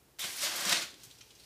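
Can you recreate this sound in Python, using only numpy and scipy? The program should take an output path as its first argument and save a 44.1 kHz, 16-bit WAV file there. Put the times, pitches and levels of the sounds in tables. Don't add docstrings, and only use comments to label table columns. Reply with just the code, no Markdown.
import sys
import numpy as np
from scipy import signal
from scipy.fft import rfft, irfft
from scipy.io import wavfile

SR = 44100
rng = np.random.default_rng(int(sys.argv[2]) if len(sys.argv) > 2 else 0)


def waveform_to_disk(signal):
    frames = np.transpose(np.atleast_2d(signal))
    scaled = np.clip(frames, -1, 1) * 32767
    samples = np.round(scaled).astype(np.int16)
    wavfile.write(sys.argv[1], SR, samples)


N = 63945
T, HZ = np.arange(N) / SR, np.fft.rfftfreq(N, 1 / SR) + 1


def amp(db):
    return 10 ** (np.asarray(db) / 20)


def unit(x):
    return x / np.sqrt(np.mean(x ** 2) + 1e-20)


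def read(points, hz):
    f, value = np.transpose(points)
    return np.interp(np.log(hz + 1), np.log(f + 1), value)


def add(mix, start_s, sound):
    part = mix[max(round(start_s * SR), 0):][:len(sound)]
    part += sound[:len(part)]


def colour(x, gain):
    return irfft(rfft(x) * gain, N)


def band(x, hz, half_width_oct, order=1):
    edges_hz = np.clip([hz / 2 ** half_width_oct, hz * 2 ** half_width_oct], 10, SR / 2 - 500)
    return signal.sosfilt(signal.butter(order, edges_hz, "bandpass", fs=SR, output="sos"), x)


def clicks(per_s, size, spread_db=1.5):
    strength = amp(spread_db * np.minimum(rng.exponential(1, size), 3))
    return strength * rng.choice([-1., 1.], size) * (rng.random(size) < per_s / SR)


# f/Hz, relative density/dB
AIR_SPECTRUM = [(20, -42), (35, -20), (55, 3.5), (80, -6), (120, 0.5), (200, -9.5), (370, -5.5), (600, -11),
                (1200, -16.5), (3000, -19.5), (15000, -22.5)]

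def room_tone(level_db=-64):
    return amp(level_db) * unit(colour(rng.standard_normal(N), amp(read(AIR_SPECTRUM, HZ))))


# f/Hz, T60/s
ROOM_DECAY = [(150, 0.63), (1000, 0.37), (3500, 0.41), (8000, 0.34), (15000, 0.36)]

def echoes(bounces=10, early_s=.014, early_db=-6, tail_db=-7.5):
    noise = rng.standard_normal(SR) * np.minimum(T[:SR] / early_s, 1)
    hz, t, spectra = signal.stft(noise, SR, nperseg=256)
    decay = amp(-60 * t / read(ROOM_DECAY, hz)[:, None])
    tail = signal.istft(spectra * decay, SR, nperseg=256)[1]
    response = amp(tail_db) * tail / np.linalg.norm(tail)
    for delay_s, sign in zip(early_s * rng.random(bounces), rng.choice([-1, 1], bounces)):
        add(response, delay_s, np.array([sign * amp(early_db) / np.sqrt(bounces)]))
    return response


def room(direct, spots=4, step_s=.015):
    out = direct
    for spot in range(spots):
        steps_away = abs((T / step_s - spot) % spots - spots / 2)
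        crossfade = np.cos(np.pi / 2 * np.minimum(steps_away, 1))
        out = out + signal.fftconvolve(direct * crossfade, echoes())[:N]
    return out


# t/s, level/dB
ROLL_ENVELOPE = [(.85, -93), (1.0, -58.5), (1.181, -64), (1.27, -65), (1.36, -64.5), (1.45, -62)]
# f/Hz, relative density/dB
ROLL_SPECTRUM = [(500, -6.5), (1800, -7.5), (3400, -1.5), (5800, -2), (9000, -8.5), (15000, -13)]

def rolling_cones(clicks_per_s=9700):
    times_s, level_db = np.transpose(ROLL_ENVELOPE)
    scratch = colour(clicks(clicks_per_s, N), amp(read(ROLL_SPECTRUM, HZ)))
    return (T > times_s[0]) * amp(np.interp(T, times_s, level_db)) * unit(scratch)


# f/pitch, relative level/dB
FLOOR_RING = [(.72, -19), (1.0, 2.5), (1.359, -3.5), (1.8, -7.5)]
# t/s, level/dB, pitch f/Hz
PAW_BLOWS = [(.236, -59, 194), (.24, -59.5, 99), (.265, -65, 294), (0.486, -63, 284), (.545, -58.5, 343),
             (.6, -69, 72), (0.657, -47.5, 184.3), (.685, -55, 209.5), (.722, -48, 193.3),
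             (.73, -48.5, 328), (0.813, -71, 75.4), (0.926, -61.5, 290.4), (1.061, -65.5, 119),
             (1.197, -66, 65), (1.392, -72, 63.6)]

def paw(level_db, hz, rise_s=.0049, decay_s=.021):
    t = T[:SR // 5]
    ring = sum(amp(db) * np.sin(2 * np.pi * (hz * ratio * t + rng.random())) for ratio, db in FLOOR_RING)
    thump = ring * np.minimum(t / rise_s, 1) * np.exp(-t / decay_s)
    return amp(level_db) * unit(thump) * np.sqrt(decay_s / t[-1])


# t/s, level/dB, f/Hz, length/s
PAW_SCRAPES = [(0.193, -43, 3400, 0.078), (0.427, -47.5, 595, 0.035)]

def scrape(level_db, hz, length_s, slips_per_s=2500):
    t = T[:SR // 5]
    slips = clicks(slips_per_s, len(t)) * np.exp(-(t / length_s) ** 6)
    rasp = band(slips, hz, half_width_oct=.12, order=2)
    return amp(level_db) * unit(rasp) * np.sqrt(length_s / t[-1])


# f/pitch, relative level/dB, T60/s
CONE_RING = [(.77, -14, 0.0043), (1.0, 11, 0.0063), (1.42, 8, 0.0042), (2.0, 10, 0.002)]
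# t/s, level/dB, pitch f/Hz, length/s
CONE_HITS = [(0.1937, -45, 3500, 0.0043), (.204, -53, 3600, 0.018), (0.242, -46, 3560, 0.0096),
             (0.689, -39, 4100, 0.01), (0.699, -37, 3900, 0.0041), (.726, -24, 4030, 0.0054),
             (.741, -35, 4150, 0.0074), (0.748, -36, 2610, 0.014), (0.768, -35.5, 4000, 0.018),
             (0.903, -55, 4160, 0.01), (.942, -52, 3770, 0.0031), (1.101, -59, 3460, .01),
             (1.111, -52, 4180, 0.0066), (1.151, -59, 3600, 0.0037), (1.185, -58, 5460, 0.0071),
             (1.208, -52.5, 2760, 0.012), (1.214, -57, 5640, 0.0034), (1.305, -56.5, 3380, 0.011),
             (1.351, -59.5, 5700, 0.0092), (1.391, -61, 4040, 0.004), (1.398, -57, 4260, .011),
             (1.435, -61.5, 4400, 0.018)]

def cone(level_db, hz, length_s, scales=4, catches_per_s=4500, detune=.11):
    t, rattle = T[:SR // 10], 0
    for pitch_hz in hz * (1 + detune * np.linspace(-1, 1, scales)):
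        ring = sum(amp(db - 60 * t / t60_s) * np.sin(2 * np.pi * pitch_hz * ratio * t)
                   for ratio, db, t60_s in CONE_RING)
        catches = clicks(catches_per_s / scales, len(t)) * np.exp(-(t / length_s) ** 2)
        rattle = rattle + signal.fftconvolve(catches, ring)[:len(t)]
    radiated = band(rattle, hz=5160, half_width_oct=1.13, order=2)
    return amp(level_db) * unit(radiated) * np.sqrt(length_s / t[-1])


def creases(per_s=5000, pitches=28, decay_cycles=2.37):
    t, crackle = T[:SR // 20], np.zeros(N)
    for hz in np.geomspace(200, 15000, pitches):
        ring = np.exp(-t * hz / decay_cycles) * np.sin(2 * np.pi * hz * t)
        pops = clicks(per_s / pitches, N, spread_db=1)
        crackle += np.sqrt(hz) * unit(signal.oaconvolve(pops, ring)[:N])
    return unit(crackle)


# f/Hz, relative density/dB
PAPER_SPECTRUM = [(80, -20), (160, -6.5), (300, -5.5), (450, -7.5), (650, 0), (900, -2), (1450, 0),
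                  (2700, -4), (4000, -2), (6000, -2.5), (8300, -4.5), (12000, -9.5), (15000, -13)]
# t/s, mid level/dB before trim, treble/dB re mid, body/dB re mid
DRAG_ENVELOPE = [(0.187, -45.5, -14, -12), (0.193, -41, 0, -12), (0.251, -39.5, -2, -10.5),
                 (0.289, -44, 0, -7.5), (0.361, -45, 0.5, -12.5), (0.445, -31.5, -7, -13.5),
                 (0.505, -39, -4, -6), (0.639, -37, -5, -5.5), (0.731, -26, -10.5, -10),
                 (0.739, -31.5, -10.5, -13), (0.811, -40, -8.5, -7), (0.823, -35, -8, -11),
                 (0.891, -62.5, -9, -7), (0.9, -60, -2, -22)]

def dragged_sheet(friction_db=1.5, body_hz=1750, treble_hz=6480, release_s=.03, trim_db=-3.5):
    times_s, mid_db, treble_db, body_db = np.transpose(DRAG_ENVELOPE)
    excitation = creases() + amp(friction_db) * rng.standard_normal(N)
    paper = colour(excitation, amp(read(PAPER_SPECTRUM, HZ)))
    body = 1 / (1 + (HZ / body_hz) ** 6)
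    treble = 1 / (1 + (treble_hz / HZ) ** 6)
    bands = (body, mid_db + body_db), (1 - body - treble, mid_db), (treble, mid_db + treble_db)
    crinkle = sum(unit(colour(paper, gain)) * amp(np.interp(T, times_s, db)) for gain, db in bands)
    gate = (T > times_s[0]) * np.exp(-np.maximum(T - times_s[-1], 0) / release_s)
    return amp(trim_db) * gate * crinkle


# t/s, level/dB, length/s, centre f/Hz
PAPER_SNAPS = [(.192, -46.5, 0.01, 11000), (.217, -50, .008, 10300), (.239, -41.5, .014, 2270),
               (.364, -43.5, 0.011, 8000), (0.419, -38, 0.0051, 6300), (0.621, -42, .006, 3500),
               (.430, -37.5, 0.029, 6170), (.468, -37, 0.008, 1740), (.559, -38, 0.012, 6500),
               (.608, -38, 0.0038, 8000), (.651, -33, 0.007, 4750), (.694, -28.5, 0.0056, 4260),
               (0.721, -30, 0.0011, 8060), (.724, -27, 0.0083, 1900), (.822, -52, 0.0062, 6960),
               (1.0342, -50.5, 0.014, 5740), (1.049, -57, 0.012, 9000)]

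def snap(level_db, length_s, hz, creases_per_s=7200):
    t = T[:SR // 10]
    pops = clicks(creases_per_s, len(t)) * np.exp(-(t / length_s) ** 2)
    burst = band(pops, hz, half_width_oct=.63)
    return amp(level_db) * unit(burst) * np.sqrt(length_s / t[-1])


def scene():
    direct = dragged_sheet() + rolling_cones()
    for source, events in (snap, PAPER_SNAPS), (cone, CONE_HITS), (scrape, PAW_SCRAPES), (paw, PAW_BLOWS):
        for start_s, *settings in events:
            add(direct, start_s, source(*settings))
    return (room_tone() + room(direct))[None]


def record(dry, low_cut_hz=53, high_cut_hz=15330):
    highpass = signal.butter(3, low_cut_hz, "highpass", fs=SR, output="sos")
    lowpass = signal.firwin(511, high_cut_hz, window=("kaiser", 9), fs=SR)
    return signal.oaconvolve(signal.sosfilt(highpass, dry), lowpass[None], "same")


dry = scene()
out = record(dry)
waveform_to_disk(out)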